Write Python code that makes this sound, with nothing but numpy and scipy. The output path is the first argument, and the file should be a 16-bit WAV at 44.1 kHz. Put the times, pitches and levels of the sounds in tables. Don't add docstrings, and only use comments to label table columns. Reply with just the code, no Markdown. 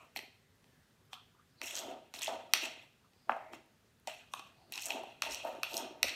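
import sys
import numpy as np
from scipy import signal
from scipy.fft import rfft, irfft, next_fast_len
from scipy.io import wavfile
from scipy.ndimage import uniform_filter1d, map_coordinates

SR = 44100
rng = np.random.default_rng(int(sys.argv[2]) if len(sys.argv) > 2 else 0)


def persist_wave(psi):
    counts = np.round(np.clip(psi, -1, 1) * 32767).astype(np.int16)
    wavfile.write(sys.argv[1], SR, np.atleast_2d(counts).T)


def gain_from_decibels(decibels):
    exponent = np.asarray(decibels, float) / 20
    return 10 ** exponent


N = 271347
TIME = np.arange(N) / SR

# [t/s, edge level/dB, belly, flank and wall level/dB re edge]
TAPS = [(0.1612, -38, 0, -12, 11), (0.1903, -37, -14, -10, 5), (1.13, -44, -1, 8, -5),
        (1.6152, -29, -40, -5.5, 0.5), (2.139, -32.5, -12, -8, -5), (2.219, -26.5, -39, -15, -7),
        (2.5358, -6, -28, -11.5, -6), (3.5336, -45, 1, 9, 3), (4.0731, -29, -4, -33, -3.5),
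        (4.3366, -34.5, -5.5, 5, 4.5), (4.3944, -38.5, -10, 1, -11), (4.7222, -33, -17.5, -33.5, 1.5),
        (4.777, -27.5, -46, -29, 1), (4.9045, -27.5, -6, -35, 8.5), (5.221, -18, -29, -3.5, -0.5),
        (5.6321, -20.5, -42, -2, 2.5), (6.0296, -9, -30, -17, -2.5), (6.0835, -29, -36, -9, 4)]
# [t/s, edge level/dB, belly, flank and wall level/dB re edge]
THUDS = [(2.2784, -41, 10.5, 1.5, 4), (3.2939, -51, 31.1, 39, 22.5), (3.3188, -58, 24, 26, 28),
         (5.035, -51.5, 16.4, -11, 12.5), (5.4494, -47.5, 15.4, -11, 1), (2.298, -47.5, 14, -5.5, -7.5),
         (4.957, -51.5, 14.7, -2, -8), (5.787, -51, 12, -3, -7), (2.322, -50, 15, -8, -8),
         (1.845, -58, 14, -8, -8), (5.236, -54, 14, -8, -8), (5.27, -54, 14, -8, -8),
         (3.365, -56, 14, -4, -8), (5.486, -54, 14, -8, -8), (4.908, -40, -4, -20, 8)]
# [t/s, edge level/dB]
TOUCHES = [
    (0.642, -56),
    (3.0498, -68),
    (3.1338, -60),
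    (3.9988, -69),
]
# [belly, flank, wall level/dB re edge]
LIGHT_TOUCH = (-11.5, -13, -1)
# [f/Hz, level/dB, t60/s]
PART_MODES = [
    [(3823, -4, 0.0071), (4493, -5.5, 0.0079), (5433, -5.5, 0.0071), (6014, -6.5, 0.007), (7240, -17, 0.01),
     (8520, -13, 0.0083), (9300, -15.5, 0.0073)],
    [(244, -13, 0.059), (484, 1.5, 0.0086), (657, 2.5, 0.018), (766, 8, 0.02), (940, 1.5, 0.012)],
    [(1101, 5.5, 0.0055), (1321, 4.5, 0.0079), (1588, 0, 0.007), (1706, -5, 0.015)],
    [(2000, 0, 0.011), (2350, 1.5, 0.007)],
    [(2560, 1, 0.012), (2810, -4, 0.0071)],
    [(3140, -5, 0.012), (3280, -11, 0.013)],
    [(10220, 3, 0.0051), (10930, 1.5, 0.0036), (12370, 2, 0.0074), (13800, -3.5, .003),
     (15000, 0.5, 0.0025)],
]
EDGE_MODES, TIP_MODES = PART_MODES[0], PART_MODES[-1]
# [t/s, upper wall level/dB, rim level/dB, both re lower wall]
CONTACT_HEIGHT = [(0.2, -1.5, 0.5), (1.14, 7.5, -4.5), (1.62, -3, 0), (1.8, 11.5, -6), (2.0, 1, -3),
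                  (2.15, 2.5, -1.5), (2.3, 6, -2), (2.55, -0.5, -1), (2.8, -1, -3), (3.4, -3.5, 0.5),
                  (4.1, -2, -2.5), (4.36, 1.5, -14), (4.74, -5.5, -9.5), (4.9, 0.5, -10.5),
                  (5.26, -4.5, -7), (5.66, -3, -15), (5.85, 7, -9.5), (6.05, -9, -1.5)]
height_s, upper_points, rim_points = np.transpose(CONTACT_HEIGHT)
UPPER_DB = np.interp(TIME, height_s, upper_points)
RIM_DB = np.interp(TIME, height_s, rim_points)


def spoon_strikes():
    hits = [(*row, -16.5) for row in TAPS]
    hits += [(*row, -7.5) for row in THUDS]
    hits += [(*row, *LIGHT_TOUCH, -16.5) for row in TOUCHES]
    knocks = []
    for s, edge_db, belly, flank, wall, tip in hits:
        at = round(s * SR)
        above = [0, belly, flank, wall + RIM_DB[at], wall, wall + UPPER_DB[at], tip]
        knock = sum(gain_from_decibels(db) * ring(modes, scatter=0.015) for modes, db in zip(PART_MODES, above))
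        knocks.append((s, gain_from_decibels(edge_db - 5.0) * knock))
    return contacts(knocks)


# [t/s, level/dB,
# f/Hz]
TINKS = [(.1618, -38, 12500), (.163, -42, 9400), (.1635, -36, 4200), (.169, -36, 4300), (.174, -35, 4050),
         (4.0735, -38, 7400), (1.7842, -34, 6500), (1.68, -40, 4100), (5.7425, -34, 6300),
         (5.2205, -30, 6600), (.1714, -42, 12600), (.1905, -44, 8500), (1.1318, -50, 8600),
         (1.1405, -40, 3150), (1.143, -52, 12300), (1.6596, -40, 11700), (1.7095, -44, 12100),
         (1.7735, -38, 13000), (1.794, -36, 8400), (2.1929, -43, 11300), (2.2283, -41, 11400),
         (2.512, -58, 5200), (2.5358, -21, 12400), (2.5358, -20, 3250), (3.2945, -50, 5200),
         (3.535, -44, 320), (3.5336, -48, 3200), (4.3365, -34, 8800), (4.3365, -38, 6300),
         (4.3365, -33, 3600), (4.3365, -38, 9700), (4.7222, -34, 12800), (4.7378, -38, 5400),
         (4.7535, -43, 11900), (4.857, -35, 12800), (4.8675, -38, 12400), (5.2205, -32, 11600),
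         (5.3223, -43, 11500), (5.466, -52, 12300), (5.534, -56, 11800), (5.632, -32, 12700),
         (5.632, -34, 13400), (5.633, -30, 3350), (4.337, -28, 1130), (5.7648, -35, 12700),
         (5.754, -42, 13500), (6.0293, -24, 12500), (6.0293, -28, 13800), (6.0835, -40, 13000)]


def steel_tinks():
    knocks = []
    for s, db, hz in TINKS:
        t60 = 45.0 / hz ** 0.9 / 2.5
        knocks.append((s, gain_from_decibels(db) * ring([(hz, -2.5, t60)], scatter=0.012)))
    return contacts(knocks)


# [t/s, peak level/dB, f/Hz]
CRACKS = [(0.1714, -31, 4160), (1.132, -32, 3400), (1.6494, -46, 2500), (1.697, -43, 4100),
          (1.709, -34, 2700), (1.754, -23.5, 6360), (1.7737, -27.5, 3900), (1.7842, -26, 4800),
          (1.7907, -26, 6400), (1.8004, -36, 3650), (2.1613, -35, 4090), (2.1893, -33, 3560),
          (2.2114, -32.5, 3300), (2.2273, -28, 3300), (2.2322, -22.5, 6600), (2.2368, -31, 2610),
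          (2.2606, -27, 2630), (2.2721, -26.5, 3390), (2.6366, -31.5, 2530), (2.652, -27.5, 2640),
          (2.6565, -30.5, 5600), (4.7378, -32.5, 3700), (4.7872, -34, 2730), (4.8344, -35, 4100),
          (4.8574, -21, 7430), (4.9206, -28.5, 2880), (5.3461, -32, 4240), (5.7422, -27.5, 3770),
          (5.7686, -19.5, 5640), (6.0935, -25.5, 4370)]
# [t/s, peak level/dB, f/Hz]
GRIT = [(1.14, -45, 4870), (1.1484, -52, 6040), (1.6586, -33, 7310), (1.7472, -31, 6950),
        (1.7653, -29, 6050), (2.139, -44, 5500), (2.1934, -33, 8440), (2.2457, -25, 8100),
        (4.757, -28.5, 5350), (4.7955, -34, 6600), (4.806, -35, 5540), (4.8222, -30.5, 7020),
        (4.8569, -28.5, 7030), (4.862, -25, 7000), (4.8669, -29, 6860), (4.885, -27, 7300),
        (5.3105, -34, 5300), (5.323, -32, 5420), (5.3458, -24.5, 5600), (5.5507, -49, 7020),
        (5.7335, -31, 5300), (5.778, -21.5, 6800)]


def crumb_cracks():
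    partials = [(0.75, -5), (1, 1.5), (1.25, -5), (1.55, -12), (2.1, -22)]  # (ratio, dB)
    knocks = []
    for s, db, hz in CRACKS + GRIT:
        grain = [(ratio * hz, share_db, 34.0 / hz) for ratio, share_db in partials]
        knock = ring(grain, scatter=0.08) + gain_from_decibels(-28) * ring(TIP_MODES, scatter=0.05)
        knocks.append((s, gain_from_decibels(db - 4.5) * knock))
    return contacts(knocks)


# [t/s, level/dB]
SPITS = [(.0497, -68), (.1618, -44), (.5554, -73), (1.052, -72), (1.1404, -64), (1.6596, -48),
         (1.7095, -51), (1.8004, -54), (2.1905, -49), (2.5359, -28.5), (2.6366, -46), (2.838, -73),
         (3.66, -71), (3.9988, -65.5), (4.885, -58), (5.3475, -47), (4.3365, -52), (4.7224, -39),
         (4.8205, -42.5), (4.8674, -41), (5.0354, -74), (5.3196, -60), (5.4494, -60), (5.7422, -45),
         (5.7686, -39.5), (5.779, -44)]


def grit_spits():
    modes = TIP_MODES + EDGE_MODES[-3:]
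    return contacts([(s, gain_from_decibels(db) * ring(modes, scatter=0.031)) for s, db in SPITS])


# [t/s, wall level/dB, decay/s, crumb level/dB re wall]
SKIDS = [(.001, -67, 0.86, -3), (0.172, -44, 0.14, -1), (1.132, -46.5, 0.12, -7), (1.633, -48.5, 1, 1),
         (2.146, -49, 0.53, 2), (2.55, -36.5, 0.53, -23), (3.297, -64, .5, -15.5), (4.077, -44.5, 0.3, -3),
         (4.349, -51.5, 0.57, -6.5), (4.728, -45.5, 1, -5), (5.233, -41, 0.66, -10),
         (5.638, -44.5, 0.83, -23), (6.041, -42, 0.022, -13)]
# [peak t/s, wall level/dB, build-up/s, decay/s, crumb level/dB re wall]
SWEEPS = [(1.7, -50, 0.065, 0.52, 3.5), (2.84, -63.5, 0.11, .08, -13), (1.797, -47.5, 0.082, 0.12, 6),
          (1.91, -55, 0.28, 0.19, -7), (1.66, -50, .04, .5, 2), (.16, -58, .009, .02, 2),
          (1.129, -60, .018, .02, 0), (4.334, -63, .025, .02, 2), (2.53, -64, .025, .02, -3),
          (4.76, -50, .012, .08, 3), (5.1, -60, .05, .4, -12), (2.225, -43, .016, 0.61, -0.5),
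          (2.648, -45.5, 0.049, 0.45, -0.5), (2.837, -71.5, 0.034, 0.22, -1),
          (3.545, -56.5, 0.024, 0.18, -2), (4.15, -55, 0.081, 0.5, -5), (4.399, -49, 0.035, 0.044, -13.5),
          (4.48, -65, 0.087, 0.16, -9), (4.855, -57, 0.15, 0.78, 11), (4.914, -43, 0.03, 0.45, -8),
          (5.324, -44, 0.031, 0.4, 2.5), (5.458, -54, 0.089, 0.89, -5), (5.778, -50, 0.11, 0.086, 5),
          (5.79, -45, 0.052, 0.38, -9), (6.09, -42, 0.051, 0.4, -9)]
# [f/Hz, width/Hz, level/dB]
WALL = [(2480, 80, 2), (2661, 79, 4.5), (2835, 130, 0.5), (3950, 240, -8.5), (4240, 250, -11)]
# [f/Hz, width/Hz, level/dB]
UPPER_WALL = [(3100, 130, 1.5), (3320, 200, 1.5), (3700, 500, -6.5)]
# [f/Hz, width/Hz, level/dB]
RIM = [(1700, 750, -9.5), (2050, 250, 0), (2390, 180, -4.5)]
# [f/Hz, width/Hz, level/dB]
CRUMB = [(5600, 600, 3.5), (6750, 670, 2.5), (7840, 870, 1.5), (8650, 560, -0.5), (9406, 1000, -4.5)]
# [f/Hz, width/Hz, level/dB]
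DUST = [(10900, 1000, -7.5), (12400, 900, -4.5), (13300, 900, -6.5), (14500, 1200, -9)]


def edge_scrape(judder):
    moves = [(s, db, 0.006, dies, crumb_db) for s, db, dies, crumb_db in SKIDS] + SWEEPS
    moves += [(tap[0], -72, 0.03, 0.01, -3) for tap in TAPS]
    force = pressure(moves)
    wall = rubbing(WALL, per_second=1400, spread_db=2.0, smooth=0.8, clump_db=3.0, judder=judder)
    upper = rubbing(UPPER_WALL, per_second=1400, spread_db=2.0, smooth=1.0, clump_db=3.0, judder=judder)
    rim = rubbing(RIM, per_second=1400, spread_db=2.0, smooth=0.8, clump_db=0.5, judder=judder)
    crumbs = rubbing(CRUMB, per_second=4000, spread_db=3.5, smooth=0.9, clump_db=2.6, judder=judder)
    dust = rubbing(DUST, per_second=1500, spread_db=4.0, smooth=0.7, clump_db=4.2, judder=judder)
    shell = gain_from_decibels(-UPPER_DB / 2) * wall + gain_from_decibels(UPPER_DB / 2 - 4.0) * upper
    shell += gain_from_decibels(RIM_DB - UPPER_DB / 2 - 2.5) * rim
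    grains = pressure(moves, faster=1.7, above=0.92) * crumbs
    grains += gain_from_decibels(-9) * pressure(moves, faster=2.2, above=0.76) * dust
    return force * shell + grains


# [peak t/s, level/dB, build-up/s, decay/s]
GLINTS = [(.165, -51, .004, .2), (1.14, -66, .02, .1), (1.66, -58, .03, .2), (1.8, -50.5, .05, .2),
          (2.25, -56, .05, .2), (2.545, -52, .008, .3), (4.35, -64, .01, .3), (4.76, -57, .03, .3),
          (4.87, -54, .05, .3), (5.34, -57, .04, .15), (5.46, -64, .03, .4), (5.64, -57, .008, .2),
          (5.77, -49, .1, .22), (6.04, -52, .008, .5)]
# [f/Hz, width/Hz, level/dB]
TIP = [(11600, 300, -10), (12450, 260, 0), (13100, 450, -2.5)]


def tip_hiss(judder):
    hiss = rubbing(TIP, per_second=1500, spread_db=3.0, smooth=0.9, clump_db=3.0, judder=judder)
    return pressure([(*row, 0) for row in GLINTS]) * hiss


# [peak t/s, drone level/dB, build-up/s, decay/s, foot level/dB re drone]
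SHOVES = [(.01, -57, 0.012, 0.32, -43), (.17, -51, 0.0036, 0.24, -6.5), (1.132, -64, 0.0074, 0.077, -25),
          (1.62, -46.5, 0.011, 0.16, -12), (1.8, -47, 0.21, 0.64, -18), (1.91, -41, 0.11, 0.33, -8.5),
          (2.145, -52.5, 0.0069, 0.8, -12), (2.46, -56, .1, 0.38, -12), (2.83, -59.5, 0.18, 0.11, -16),
          (2.285, -31, 0.011, 0.42, -19.5), (3.29, -52, .02, .02, -10), (2.55, -48.5, 0.0071, 0.29, -5.5),
          (2.648, -42.5, 0.044, 0.35, -13), (3.3, -32.5, 0.0086, 0.18, -22.5),
          (3.344, -47.5, 0.023, 0.81, -23.5), (3.544, -53, 0.059, 0.2, -5.5),
          (4.08, -37, 0.0045, 0.11, -25.5), (4.11, -64, 0.0087, 0.75, -28), (4.35, -62, .006, 1.2, -13),
          (4.78, -66, 0.17, 0.35, 0.5), (4.972, -40, 0.14, 0.42, -12), (5.275, -42, 0.051, 0.67, -17),
          (5.458, -34, 0.025, 0.55, -19), (5.68, -50, 0.1, 0.69, -27), (5.735, -42, .025, .5, -14),
          (5.785, -39, 0.05, 0.74, -12.5), (6.046, -33, 0.0062, 0.053, -17), (6.09, -55, 0.026, 1.1, -8)]
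# [f/Hz, width/Hz, level/dB]
DRONE = [(538, 86, -7), (647.5, 40, 1.5), (735, 35, -1), (810.6, 40, -8), (875.3, 24, -7.5), (931, 35, -6),
         (1300, 300, -17.5)]


def bowl_drone():
    return pressure(SHOVES) * rubbing(DRONE, per_second=400, spread_db=2.5, smooth=1.1, clump_db=2.8, judder=0)


def stirring():
    judder = 1.6 * wobble(110) + 1.2 * wobble(35)
    direct = gain_from_decibels(-4.5) * (edge_scrape(judder) + tip_hiss(judder) + bowl_drone())
    return direct + gain_from_decibels(-9.5) * signal.fftconvolve(direct, kitchen(count=1, gap=0.00043)[0])[:N]


# [t/s, length/s, f/Hz, level/dB]
SQUEAKS = [(.001, 0.067, 1140, -62.5), (.001, 0.056, 2540, -65), (1.4, 0.014, 1300, -67),
           (1.52, 0.041, 4960, -83), (1.605, 0.03, 4300, -67), (3.057, 0.02, 1200, -71),
           (3.227, 0.075, 4810, -78), (3.407, .055, 1950, -65.5), (3.51, 0.088, 2050, -67),
           (4.364, 0.029, 1065, -55), (1.166, 0.041, 1150, -62), (0.812, 0.13, 1728, -78),
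           (4.615, 0.042, 793, -68.5), (4.643, 0.12, 4440, -77), (1.66, .03, 80, -72),
           (5.306, 0.041, 50.93, -63), (6.068, 0.041, 67.8, -62)]


def squeaks():
    out, air, f = np.zeros(N), rfft(rng.standard_normal(SR)), np.fft.rfftfreq(SR, 1 / SR)
    for s, length, hz, db in SQUEAKS:
        octave_width = 0.1 + 150 / (hz + 500)
        band = irfft(air * np.exp(-(np.log((f + 1) / hz) / octave_width) ** 2))
        out += gain_from_decibels(db) * np.exp(-((TIME - s) / length) ** 2) * unit(np.resize(band, N))
    return out


# [f/Hz, width/Hz, level/dB]
FOOT = [(223, 50.4, -4), (241.6, 64, -1.5), (378, 110, -6.5)]


def foot_grind():
    grind = gain_from_decibels(-80.5) + pressure(SHOVES, faster=0.82, above=0.96)
    return grind * rubbing(FOOT, per_second=200, spread_db=5.0, smooth=0.69, clump_db=2.5, judder=0)


# [f/Hz, level/dB per Hz]
SLEEVE = [(300, -29.5), (800, 0.5), (1600, -0.5), (3000, -6.5), (5000, -13), (7000, -26), (12000, -34)]


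def hand_shuffle():
    digging = uniform_filter1d(pressure(SWEEPS, above=0.82), size=round(0.1 * SR))
    level = gain_from_decibels(-80.5) + gain_from_decibels(-11.5) * digging
    return level * gain_from_decibels(1.5 * wobble(47)) * noise(SLEEVE, patchy_db=4.0)


# [f/Hz, level/dB per Hz]
HUM = [(15, -57), (25, -22), (103, -1), (163, -4.5), (192, -6.5), (259, -6.5), (304, -26), (410, -12.5),
       (979, -21.5), (1680, -20.5), (2600, -22.5), (3410, -23), (15200, -32.5), (16500, -44.5)]


def room_hum():
    return gain_from_decibels(-70.37 + 0.5 * wobble(6)) * noise(HUM, patchy_db=0.9)


# [f/Hz, t60/s]
KITCHEN = [(200, .38), (600, .44), (1500, .42), (3500, .5), (7000, .36), (10000, .26), (14000, .19)]


def kitchen(count, gap):
    hz, t, z = signal.stft(rng.standard_normal((count, SR // 2)), SR, nperseg=256)
    decay_db = -60 * t / along(KITCHEN, hz)[:, None]
    tails = signal.istft(z * gain_from_decibels(decay_db), SR, nperseg=256)[1]
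    tails *= np.clip(TIME[:tails.shape[1]] / gap - 1, 0, 1)
    return tails / np.linalg.norm(tails, axis=1)[:, None]


def contacts(knocks):
    out, tails = np.zeros(N + SR), gain_from_decibels(-9.0) * kitchen(count=12, gap=0.0026)
    for k, (s, knock) in enumerate(knocks):
        start = round(s * SR)
        echo = signal.fftconvolve(knock, tails[k % len(tails)])
        out[start:][:len(knock)] += knock
        out[start:][:len(echo)] += echo
    return out[:N]


def ring(modes, scatter):
    hz, db, t60 = np.transpose(modes)[:, :, None, None]
    size, tune = rng.standard_normal((2, len(modes), 2, 1))
    t = TIME[:SR // 40]
    turns = hz * (1 + scatter * tune * [[0.4], [1.5]]) * t
    rise = 1 - np.exp(-turns / 0.92)
    sign = (-1) ** np.arange(len(modes))[:, None, None]
    level = gain_from_decibels(db + 0.7 * size - [[0], [5.5]] - 60 * t / t60)
    return (sign * level * rise * np.sin(2 * np.pi * turns)).sum((0, 1))


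def resonance(f, centre, width):
    return 1j * f * width / (centre * centre - f * f + 1j * f * width)


def rubbing(modes, per_second, spread_db, smooth, clump_db, judder):
    chance, size, bed = rng.random(N), rng.exponential(size=N), rng.standard_normal(N)
    slips = (chance < per_second / SR) * gain_from_decibels(spread_db * np.minimum(size, 3.5)) * np.sign(bed)
    z = signal.stft((unit(slips) + smooth * bed) * gain_from_decibels(judder), nperseg=256)[2]
    clumps = uniform_filter1d(rng.standard_normal(z.shape), size=7, axis=0)
    clumps = uniform_filter1d(clumps, size=5, axis=1)
    force = signal.istft(z * gain_from_decibels(clump_db * unit(clumps)), nperseg=256)[1][:N]

    def body(f):
        return sum((-1) ** k * gain_from_decibels(db) * resonance(f, c, w) for k, (c, w, db) in enumerate(modes))

    return unit(filtered(force, body))


def pressure(moves, faster=1, above=0):
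    power = np.zeros(N)
    for s, db, rise, dies, extra_db in moves:
        span = slice(max(round((s - rise) * SR), 0), round((s + dies) * SR))
        t = TIME[span] - s
        swell = np.clip(t / rise + 1, 0, 1) ** 0.86
        shape = swell * gain_from_decibels(-60 * faster * np.maximum(t, 0) / dies)
        power[span] += (gain_from_decibels(db + above * extra_db) * shape) ** 2
    return np.sqrt(power)


def noise(spectrum, patchy_db):
    z = signal.stft(rng.standard_normal(N + 512), nperseg=512)[2]
    field = uniform_filter1d(rng.standard_normal(z.shape), size=6, axis=0)
    field = uniform_filter1d(field, size=12, axis=1)
    rough = signal.istft(z * gain_from_decibels(patchy_db * unit(field)), nperseg=512)[1][:N]
    return unit(filtered(rough, lambda hz: gain_from_decibels(along(spectrum, hz))))


def wobble(rate):
    return map_coordinates(rng.standard_normal(int(N * rate / SR) + 4), [TIME * rate])


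def unit(x):
    return x / np.sqrt(np.mean(x ** 2) + 1e-20)


def along(points, hz):
    f, v = np.transpose(points)
    return np.interp(np.log(hz + 1), np.log(f + 1), v)


def filtered(x, response):
    m = next_fast_len(N + SR // 2)
    return irfft(rfft(x, m) * response(np.fft.rfftfreq(m, 1 / SR)), m)[:N]


def notches(dips, f):
    return np.prod([1 - np.clip(depth, 0, 1) * resonance(f, c, w) for c, w, depth in dips], axis=0)


# [f/Hz, width/Hz, depth 0-1]
COUNTER_DIPS = [(1660, 300, 0.14), (4830, 260, 0.65), (7650, 190, 0.2), (9900, 700, .55), (14300, 500, .4)]


def scene():
    strikes = spoon_strikes() + steel_tinks() + crumb_cracks() + grit_spits()

    def radiation(f):
        return notches(COUNTER_DIPS, f) * (1j * f / (170 + 1j * f)) ** 3

    bowl = filtered(stirring() + strikes, radiation)
    background = foot_grind() + hand_shuffle() + room_hum()
    return (bowl + squeaks() + background)[None]


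def low_pass(x):
    return signal.sosfilt(signal.butter(12, 15750, fs=SR, output="sos"), x)


# [f/Hz, width/Hz, depth 0-1]
MICROPHONE_DIPS = [(2250, 110, 0.1), (4838, 210, 0), (10360, 500, 0.4), (11500, 400, 0.02)]


def record(dry):
    mic = filtered(dry[0], lambda f: notches(MICROPHONE_DIPS, f) / (1 + (f / 16400) ** 40))
    return low_pass(mic[None])


dry = scene()
out = record(dry)
persist_wave(out)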